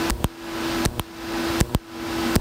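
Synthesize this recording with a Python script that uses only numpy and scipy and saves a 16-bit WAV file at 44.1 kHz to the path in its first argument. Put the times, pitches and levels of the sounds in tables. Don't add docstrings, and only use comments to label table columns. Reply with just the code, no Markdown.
import sys
import numpy as np
from scipy import signal
from scipy.fft import rfft, irfft, next_fast_len
from scipy.io import wavfile
from scipy.ndimage import uniform_filter1d, map_coordinates

SR = 44100
rng = np.random.default_rng(int(sys.argv[2]) if len(sys.argv) > 2 else 0)


def master(y):
    cut = np.clip(np.atleast_2d(y).T, -1, 1)
    pcm = np.round(cut * 32767)
    wavfile.write(sys.argv[1], SR, pcm.astype(np.int16))


def invert_db(level):
    return 10 ** (np.asarray(level, dtype=float) / 20)


N = 105972
TIME = np.arange(N) / SR
SNAP_TIME = np.arange(1, SR // 6) / SR


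def unit(x):
    return x / np.sqrt(np.mean(x ** 2) + 1e-20)


def wobble(rate):
    return map_coordinates(rng.standard_normal(400), [np.arange(N) * rate / SR])


def filtered(x, response):
    size = next_fast_len(x.shape[-1] + 8192)
    spectrum = rfft(x, size) * response(np.fft.rfftfreq(size, 1 / SR))
    return irfft(spectrum, size)[..., :x.shape[-1]]


def coloured(x, points):
    f, db = np.transpose(points)
    return filtered(x, lambda hz: invert_db(np.interp(np.log(hz + 1), np.log(f + 1), db, -120, -120)))


def rush(points, patchy_db):
    z = signal.stft(rng.standard_normal(N), nperseg=512)[2]
    field = uniform_filter1d(rng.standard_normal(z.shape), size=5, axis=0)
    field = uniform_filter1d(field, size=6, axis=1)
    patchy = signal.istft(z * invert_db(patchy_db * unit(field)), nperseg=512)[1][:N]
    return unit(filtered(coloured(patchy, points), lambda hz: hz < 15780))


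def add(track, s, sound):
    i = round(s * SR)
    if 0 <= i < len(track):
        track[i:i + len(sound)] += sound[:len(track) - i]


# multiple of the blade rate, level in dB.
BLADE_TONES = [(1, -27), (3, -41), (5, -46), (7, -65.5), (8, -47.5)]


def fan_blades():
    blade_hz = 333.2 + 1.44 * wobble(14)
    turn = 2 * np.pi * np.cumsum(blade_hz) / SR
    hum = np.zeros(N)
    for k, db in BLADE_TONES:
        hum += np.sqrt(2) * invert_db(db + 0.65 * wobble(21.92)) * np.sin(k * turn + k * k)
    return hum


# pitch in Hz, width in Hz, level in dB.
HOUSING_NOTES = [(242.8, 20, -37.5), (237, 69, -38.5), (615, 48, -49), (815, 78, -42), (1315, 106, -41.5),
                 (1510, 48, -43.5)]


def fan_housing():
    out = np.zeros(N)
    for centre, width, db in HOUSING_NOTES:
        noise = rng.standard_normal(N)
        note = filtered(noise, lambda hz: 1 / (1 + (2 * (hz - centre) / width) ** 2))
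        out += invert_db(db) * unit(note)
    return out


# frequency in Hz, level in dB.
AIR_COLOUR = [(32, -7), (55, -2), (150, -5.5), (500, -6), (1500, -9.5), (2200, -12.5), (5000, -15.5),
              (7500, -29)]
# frequency in Hz, level in dB.
HISS_COLOUR = [(5000, -1), (8500, 0.5), (10000, -1.5), (10500, -7), (11500, -1), (12500, -7), (14500, -6.5),
               (16000, -11.5)]


def fan_air():
    air = invert_db(-28 + 0.4 * wobble(30.9)) * rush(AIR_COLOUR, 0.5)
    return air + invert_db(-41) * rush(HISS_COLOUR, 0.3)


STEP_UP_TIMES = [.1052, .8581, 1.6097, 2.3616]
STEP_DOWN_TIMES = [
    -.5085,
    .2434,
    .99595,
    1.7478,
    2.4995,
]


def high_current():
    pulses = sum(1. * (TIME > up) * (TIME < down) for up, down in zip(STEP_UP_TIMES, STEP_DOWN_TIMES[1:]))
    return uniform_filter1d(pulses, size=80)


def mains_turn():
    return 2 * np.pi * 120 * (TIME - .9885)


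# frequency in Hz, level in dB.
WHINE_COLOUR = [(11500, -30), (13000, 3), (14000, 2), (15000, 4), (15800, -12)]


def weak_arc_whine():
    bursts = 1 + .85 * np.cos(mains_turn())
    return (1 - high_current()) * invert_db(-49) * rush(WHINE_COLOUR, 0.3) * bursts


def crack(hold_s, colour, rings):
    t = SNAP_TIME
    fade = invert_db(-60 * np.maximum(t - hold_s, 0) / .0022)
    fizz = invert_db(-24 - 60 * t / .012)
    burst = (fade + fizz) * unit(coloured(rng.standard_normal(len(t)), colour))
    ring = sum(way * invert_db(db - 60 * t / t60) * np.sin(2 * np.pi * hz * t) for hz, db, t60, way in rings)
    return invert_db(-7) * burst / np.abs(burst).max() + ring


def pressure_swing(knock_db, thump_db, thump_t60):
    t, crest_s = SNAP_TIME, .0012
    sweep = np.cos(3.1 * np.log(t / crest_s) + 2 * np.pi * 18 * (t - crest_s))
    knock = sweep * np.clip(t / crest_s, 0, 1) ** 2 * np.exp(-(t / .0022 / 2) ** 2)
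    thump = sweep * (1 - np.exp(-(t / .0055) ** 2))
    return invert_db(knock_db) * knock + invert_db(thump_db - 60 * t / thump_t60) * thump


def snaps(times, levels, colour, rings, way, thump_t60, hold_s=0):
    out = np.zeros(N)
    for s, (crack_db, knock_db, thump_db, *_) in zip(times, levels):
        add(out, s, invert_db(crack_db) * crack(hold_s, colour, rings))
        add(out, s + hold_s, way * pressure_swing(knock_db, thump_db, thump_t60))
    return out


SPUTTER_TIMES = [.0991, .8518, 1.6041, 2.3557]
# crackle in dB, knock in dB, thump in dB.
SPUTTER_LEVELS = [
    (0, -15, -27),
    (0, -25, -23),
    (0, -32, -9),
    (0, -10.5, -10),
]
# frequency in Hz, level in dB.
CRACKLE_COLOUR = [(900, 18), (1500, -38), (2500, -11), (4500, 1), (6300, -13), (8000, 2), (12000, -14.5),
                  (15500, -1)]
# pitch in Hz, level in dB, 60 dB fade in seconds, first swing up or down.
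SPUTTER_RINGS = [(1055, -14, 0.011, 0.8), (4440, -17, 0.0025, 1)]


def sputters():
    return snaps(SPUTTER_TIMES, SPUTTER_LEVELS, CRACKLE_COLOUR, SPUTTER_RINGS, -1, .045, hold_s=.0013)


# crack in dB, knock in dB, thump in dB, the phone's gain just after in dB.
STEP_UP_LEVELS = [
    (10, -1.5, -13, -19.5),
    (12, 8, 17, -19.5),
    (12, 10.5, 19.5, -18.5),
    (12, 14, 19, -20.5),
]
# frequency in Hz, level in dB.
CRACK_COLOUR = [(1200, -2), (2000, -3), (3300, 8), (8000, 19.5), (12000, -1), (14000, -6), (17000, -65)]
# pitch in Hz, level in dB, 60 dB fade in seconds, first swing up or down.
STEP_UP_RINGS = [(5800, 2, .0012, -1), (1800, -2, .005, 1)]


def steps_up():
    return snaps(STEP_UP_TIMES, STEP_UP_LEVELS, CRACK_COLOUR, STEP_UP_RINGS, -1, .045)


# multiple of 120 Hz, level in dB.
BUZZ_TONES = [(1, -24), (2, -26.5), (3, -26.5), (4, -30.5), (5, -32.5), (6, -40), (7, -45), (8, -38),
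              (9, -44)]
# frequency in Hz, level in dB.
ROAR_COLOUR = [(30, -60), (60, 8.5), (150, -9), (1000, -14.5), (2400, -76), (4000, -40)]
# frequency in Hz, level in dB.
ARC_HISS_COLOUR = [(1500, -8), (4000, 1), (6500, -5), (8200, 1.5), (10500, -4), (12500, -8), (13800, 2.5),
                   (16000, -2)]


def strong_arc():
    turn = mains_turn()
    buzz = np.zeros(N)
    for k, db in BUZZ_TONES:
        level = np.sqrt(2) * invert_db(db + 2.2 * wobble(40))
        buzz -= level * np.cos(k * turn + 0.4 * wobble(44.6))
    roar = invert_db(-19.5 + 1.5 * wobble(25.05)) * rush(ROAR_COLOUR, 2.5) * (1 + 0.55 * np.cos(turn))
    hiss = invert_db(-33.5) * rush(ARC_HISS_COLOUR, 0.3)
    return high_current() * (buzz + roar + hiss)


# start in seconds, level in dB, pitch in Hz, 60 dB fade in seconds.
POOL_HEAVES = [
    (0.113, 4, 54.7, 0.19),
    (0.8832, 4.5, 62, 0.036),
    (0.904, -7, 60, 0.072),
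    (1.634, -18, 60, .07),
    (2.386, 0, 50, .07),
]


def pool_heaves():
    out, t = np.zeros(N), SNAP_TIME
    for s, db, hz, t60 in POOL_HEAVES:
        soft_start = 1 - np.exp(-t / 0.0013)
        add(out, s, -invert_db(db - 60 * t / t60) * np.sin(2 * np.pi * hz * t) * soft_start)
    return out


# crack in dB, knock in dB, thump in dB, the phone's gain just after in dB.
STEP_DOWN_LEVELS = [
    (10, 10, 10, -20),
    (9.8, 9.6, 11.4, -18),
    (9.6, 2.4, 3, -17.5),
    (11.3, 14, 16.8, -21.5),
    (10, 10, 10, -20),
]
# pitch in Hz, level in dB, 60 dB fade in seconds, first swing up or down.
STEP_DOWN_RINGS = [(980, -5, .011, 1), (3200, -2, .0035, -1), (14000, -10, .003, 1), (5800, -33, .03, 1)]


def steps_down():
    return snaps(STEP_DOWN_TIMES, STEP_DOWN_LEVELS, CRACK_COLOUR, STEP_DOWN_RINGS, 1, .065)


def scene():
    fan = fan_blades() + fan_housing() + fan_air()
    pulses = sputters() + steps_up() + strong_arc() + pool_heaves() + steps_down()
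    return (fan + weak_arc_whine() + pulses)[None]


def ducked(back_s, curve, extra_db):
    times, levels = STEP_UP_TIMES + STEP_DOWN_TIMES, STEP_UP_LEVELS + STEP_DOWN_LEVELS
    s, db = np.transpose(sorted((s, row[-1]) for s, row in zip(times, levels)))
    t = TIME + .0004
    last = np.searchsorted(s, t) - 1
    since = t - s[last]
    low = invert_db(db[last] - extra_db * np.exp(-since / 0.022))
    return low + (1 - low) * (1 - np.exp(-(since / back_s) ** curve))


def roll_off(x):
    return signal.sosfilt(signal.butter(12, 16990, fs=SR, output="sos"), x)


def record(dry):
    treble = filtered(dry, lambda hz: 1 / (1 + (5100 / (hz + 1)) ** 4))
    bass = dry - treble
    mix = bass * ducked(0.35, 2.85, -0.36) + treble * ducked(0.43, 2.57, -5.5)
    mix = mix / (1 + np.abs(mix / .52) ** 6) ** (1 / 6)
    mix = filtered(mix, lambda hz: 1 / (1 + (hz / 16700) ** 60))
    return roll_off(mix)


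dry = scene()
out = record(dry)
master(out)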